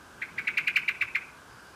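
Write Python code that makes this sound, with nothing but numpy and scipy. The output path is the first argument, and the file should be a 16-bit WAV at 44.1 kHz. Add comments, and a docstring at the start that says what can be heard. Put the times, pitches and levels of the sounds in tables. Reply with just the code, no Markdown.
"""A faint outdoor wash sounds throughout, and a low rustle swells as a blackbird flicks wings and tail.
From 0.2 s the bird, on a metal box by a wooden porch, gives nine sharp "chuck" calls over dull bumps.
Each is a whistle that flicks up, breaks and plunges with a rasp, all in about 20 ms.
The house front throws it back, then the garden rings on. Near 1.5 s a thin hiss sets in."""
import sys
import numpy as np
from scipy import signal
from scipy.fft import rfft, irfft
from scipy.io import wavfile
from scipy.ndimage import uniform_filter1d

SR = 44100
rng = np.random.default_rng(int(sys.argv[2]) if len(sys.argv) > 2 else 0)


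def master_out(mix):
    """Clip the mix to full scale and print it as 16-bit PCM to the path in sys.argv[1]."""
    frames = np.transpose(np.atleast_2d(mix))
    ceiling = np.clip(frames, -1, 1)
    pcm = np.round(ceiling * 32767).astype(np.int16)
    wavfile.write(sys.argv[1], SR, pcm)


N = 77175


def amp(db):
    """The decibel scale: 20 dB is a factor of ten in amplitude."""
    return 10 ** (np.asarray(db) / 20)


def unit(x):
    """Normalisation to an rms of 1."""
    return x / np.sqrt(np.mean(x ** 2) + 1e-20)


def gain_db(spectrum, hz):
    """Interpolation of a frequency response on a logarithmic frequency axis."""
    knots_hz, db = np.transpose(spectrum)
    return np.interp(np.log(hz + 1), np.log(knots_hz + 1), db)


def colour(x, spectrum):
    """Linear filtering: each frequency component is scaled by its own gain."""
    return irfft(rfft(x) * amp(gain_db(spectrum, np.fft.rfftfreq(len(x), 1 / SR))), len(x))


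def noise(spectrum):
    """Filtered white noise takes on the spectrum of the filter; its rms is 1."""
    return unit(colour(rng.standard_normal(N), spectrum))


def wander(samples):
    """Two moving averages low-pass white noise into smooth random motion of rms 1."""
    smoothed = uniform_filter1d(rng.standard_normal(N), samples, mode="wrap")
    return unit(uniform_filter1d(smoothed, samples, mode="wrap"))


def outdoor_wash():
    """Stationary noise, strongest below 1.8 kHz, forms the ambient floor."""
    # Each row: frequency in Hz, relative spectral density in dB.
    wash_spectrum = [(20, -39), (40, -7), (65, -1.5), (120, -4), (200, -4), (400, -5.5), (550, -8),
                     (750, -7), (1000, -3.5), (1300, -3.5), (1600, 1), (1850, -13.5), (3000, -15),
                     (4200, -19.5), (4800, -18.5), (5600, -19), (10000, -23.5), (12500, -29), (15000, -34)]
    return amp(-51) * noise(wash_spectrum)


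def distant_hiss(centre_hz=4830, width_hz=480, start_s=1.466, rise_s=0.066):
    """Noise confined to a narrow Gaussian band is heard as a thin hiss."""
    band = np.exp(-((np.fft.rfftfreq(N, 1 / SR) - centre_hz) / width_hz) ** 2)
    swell = np.clip((np.arange(N) / SR - start_s) / rise_s, 0, 1)
    return amp(-67.5) * swell * unit(irfft(rfft(rng.standard_normal(N)) * band, N))


def wing_rustle():
    """Amplitude-modulated noise: a soft low rustle while the bird flicks its wings and tail."""
    # Each row: time in seconds, level in dB.
    envelope = [(0, -93), (.2, -58), (.4, -52), (.63, -53.5), (.85, -57), (1.1, -73), (1.4, -68),
                (1.75, -69)]
    # Each row: frequency in Hz, relative spectral density in dB.
    rustle_spectrum = [(30, -31), (90, 6), (150, 8.5), (250, 5.5), (400, 7.5), (600, -11), (1500, 4),
                       (8000, -28)]
    level_db = np.interp(np.arange(N) / SR, *np.transpose(envelope))
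    return amp(level_db) * noise(rustle_spectrum)


def dull_bumps(width_s=0.028):
    """Low, wavering tones under Gaussian envelopes have no sharp onset, so they sound dull."""
    # Each row: time of the peak in seconds, mean frequency in Hz, peak level in dB.
    bumps = [(.39, 120.2, -55), (.635, 151, -50.5), (1.042, 129, -50.5), (1.55, 118, -54.5)]
    t = np.arange(N) / SR
    sound = np.zeros(N)
    for peak_s, hz, db in bumps:
        phase = 2 * np.pi * np.cumsum(hz * (1 + 0.114 * wander(samples=400))) / SR
        sound += amp(db) * np.exp(-((t - peak_s) / width_s) ** 2) * np.sin(phase)
    return sound


def echo(delay_s, db):
    """Specular reflection: one delayed impulse, placed between samples by a windowed sinc."""
    offset = np.arange(N) - delay_s * SR
    return amp(db) * np.sinc(offset) * np.exp(-(offset / 10) ** 2)


def blurred_echo(delay_s, db, t60_s=0.024):
    """Scattering spreads a reflection into a short, decaying burst of noise."""
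    t = np.arange(N) / SR
    blur = rng.standard_normal(N) * (t > delay_s) * amp(-60 * abs(t - delay_s) / t60_s)
    return amp(db) * blur / np.linalg.norm(blur)


def diffuse_tail(t60_s, delay_s):
    """Reverberation: dense random reflections of energy 1 build after a delay and decay exponentially."""
    t = np.arange(N) / SR
    build_up = np.clip(t / delay_s - 1, 0, 1)
    taps = rng.standard_normal(N) * amp(-60 * t / t60_s) * build_up
    return taps / np.linalg.norm(taps)


def surroundings(source):
    """Convolution with the impulse response of perch, porch, walls and garden gives the reflections."""
    # Crisp echoes off hard walls. Each row: delay in seconds, gain in dB before colouring.
    sharp_echoes = [(.00607, -10.5), (.00941, -6), (.01027, -18.5), (.0156, -12.5), (.01802, -16),
                    (.0279, -15), (.0345, -17), (.0660, -19.5)]
    # Smeared echoes off hedges and rough surfaces. 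Each row: delay in seconds, gain in dB before colouring.
    blurred_echoes = [(.021, -10), (.043, -30), (0.0626, -20.5)]
    # Colour of all reflections after the first. Each row: frequency in Hz, gain in dB.
    reflection_colour = [(1000, -14.5), (1550, 2), (1850, -7.5), (2100, 1.5), (2330, 1.5), (2550, -0.5),
                         (2800, -4), (3100, -1.5), (5000, -7), (15000, -3.5)]
    # Added colour of the long tail. Each row: frequency in Hz, gain in dB.
    tail_colour = [(1000, -1), (1550, -1), (2050, -5), (2450, 1.5), (2700, 3), (3100, -1), (6000, -3)]
    garden = amp(-12.5) * colour(diffuse_tail(t60_s=0.42, delay_s=0.028), tail_colour)
    porch = amp(-12) * diffuse_tail(t60_s=0.089, delay_s=0.0034)
    sharp = sum(echo(*row) for row in sharp_echoes)
    blurred = sum(blurred_echo(*row) for row in blurred_echoes)
    perch = echo(delay_s=0.002528, db=-5.5)  # the nearest surface doubles every call
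    response = perch + colour(garden + porch + sharp + blurred, reflection_colour)
    return signal.fftconvolve(source, response)[:N]


def chuck(top_s, top_hz, db, rise, fall, plunge_s, edge_db):
    """Source and filter: the beak shapes a swept whistle, the throat colours its overtones and rasp."""
    # Response of the beak. Each row: frequency in Hz, gain in dB.
    beak = [(700, -33), (1100, -26), (1500, -12.5), (1900, -8.5), (2350, -2.5), (2900, -6.5), (3400, -11.5)]
    # Overtones of the whistle. Each row: harmonic number, relative level in dB before the throat.
    harmonics = [(2, -29.5), (3, -26), (4, -21.5), (5, -35), (6, -37)]
    # Resonances of the throat. Each row: frequency in Hz, gain in dB.
    throat = [(500, -51), (1500, -11), (2100, 17), (2550, 20), (3000, 6.5), (3500, 3), (3900, 3), (4400, 0),
              (5500, -5.5), (6700, -10.5), (7600, -10), (8700, -27), (9700, -17), (10150, -9.5),
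              (10900, -20), (12200, -12.5), (13300, -11), (15000, -13.5)]
    lead_s, attack_s, swell_s, release_s = 0.0092, 0.0004, 0.0042, 0.0053
    break_s, leap_s, landing_hz = 0.0012, 0.00091, 1086
    overtone_rise_s, rasp_rise_s, rasp_decay_s = 0.0057, 0.0018, 0.014
    t = np.arange(N) / SR - top_s  # zero at the top of the sweep, where the note breaks
    live = (t > -lead_s) & (t < plunge_s + release_s)
    t = t[live]

    # The pitch rises cleanly, shudders and overshoots at the break, then falls roughly.
    octaves = np.where(t < 0, rise * t, -fall * t)
    shudder = np.where(t < 0, 0.0031, 0.027) + 0.043 * np.exp(-(t / break_s) ** 2)
    jitter = shudder * wander(samples=14)[live]
    leap = 0.084 * np.exp(-(t / leap_s) ** 2)
    hz = np.maximum(top_hz * 2 ** octaves, landing_hz) * (1 + jitter + leap)
    phase = 2 * np.pi * np.cumsum(hz) / SR

    gate = np.clip((t + lead_s) / attack_s, 0, 1) * np.clip((plunge_s + release_s - t) / release_s, 0, 1)
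    soft_start_db = -23.5 * np.clip(1 - (t + lead_s) / swell_s, 0, 1)
    level = amp(soft_start_db + gain_db(beak, hz))
    opening = np.exp(np.minimum(t, 0) / overtone_rise_s)  # overtones open up just before the break
    overtones = level * opening * sum(amp(k_db) * np.sin(k * phase) for k, k_db in harmonics)
    reedy_start = amp(-32) * np.clip(-t / swell_s, 0, 1) ** 2 * np.sin(2 * phase)
    rasp_envelope = np.exp(np.where(t < 0, t / rasp_rise_s, -t / rasp_decay_s))
    rasp = amp(-21) * rasp_envelope * rng.standard_normal(N)[live]

    whistle, edge = np.zeros((2, N))
    whistle[live] = gate * level * np.sin(phase)
    edge[live] = gate * (overtones + reedy_start + rasp)
    return amp(db) * (whistle + amp(edge_db) * colour(edge, throat))


def scene():
    """Superposition: the direct calls, their reflections and the background add in one channel."""
    # Each row: time of the break in seconds, top of the sweep in Hz, gain in dB, rise and fall rates
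    # in octaves per second, plunge length in seconds, added gain of overtones and rasp in dB.
    calls = [ (0.2236, 2201, -21, 64, 77, 0.0069, -2.5), (0.386, 2332, -20.5, 70, 81, 0.011, -2),
             (0.4783, 2507, -17, 46, 80.4, 0.01, -1.5), (0.5788, 2719, -15, 64, 103, 0.0098, 2),
             (0.679, 2740, -15, 52, 122, 0.0065, 1.5), (0.7658, 2794, -13, 52, 108, 0.01, 4),
             (0.8867, 2673, -16, 62, 110, .011, 0.5), (1.0171, 2725, -16.5, 70, 97, 0.018, 0.5),
             (1.1557, 2460, -16.5, 60, 92, 0.013, -1.5), ]
    bird = sum(chuck(*row) for row in calls)
    return (bird + surroundings(bird) + outdoor_wash() + wing_rustle() + dull_bumps() + distant_hiss())[None]


def record(dry, cutoff_hz=15120):
    """Band limiting: a linear-phase low-pass filter removes the highest treble."""
    low_pass = signal.firwin(511, cutoff_hz, window=("kaiser", 9), fs=SR)
    return signal.oaconvolve(dry, low_pass[None], "same")


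dry = scene()
out = record(dry)
master_out(out)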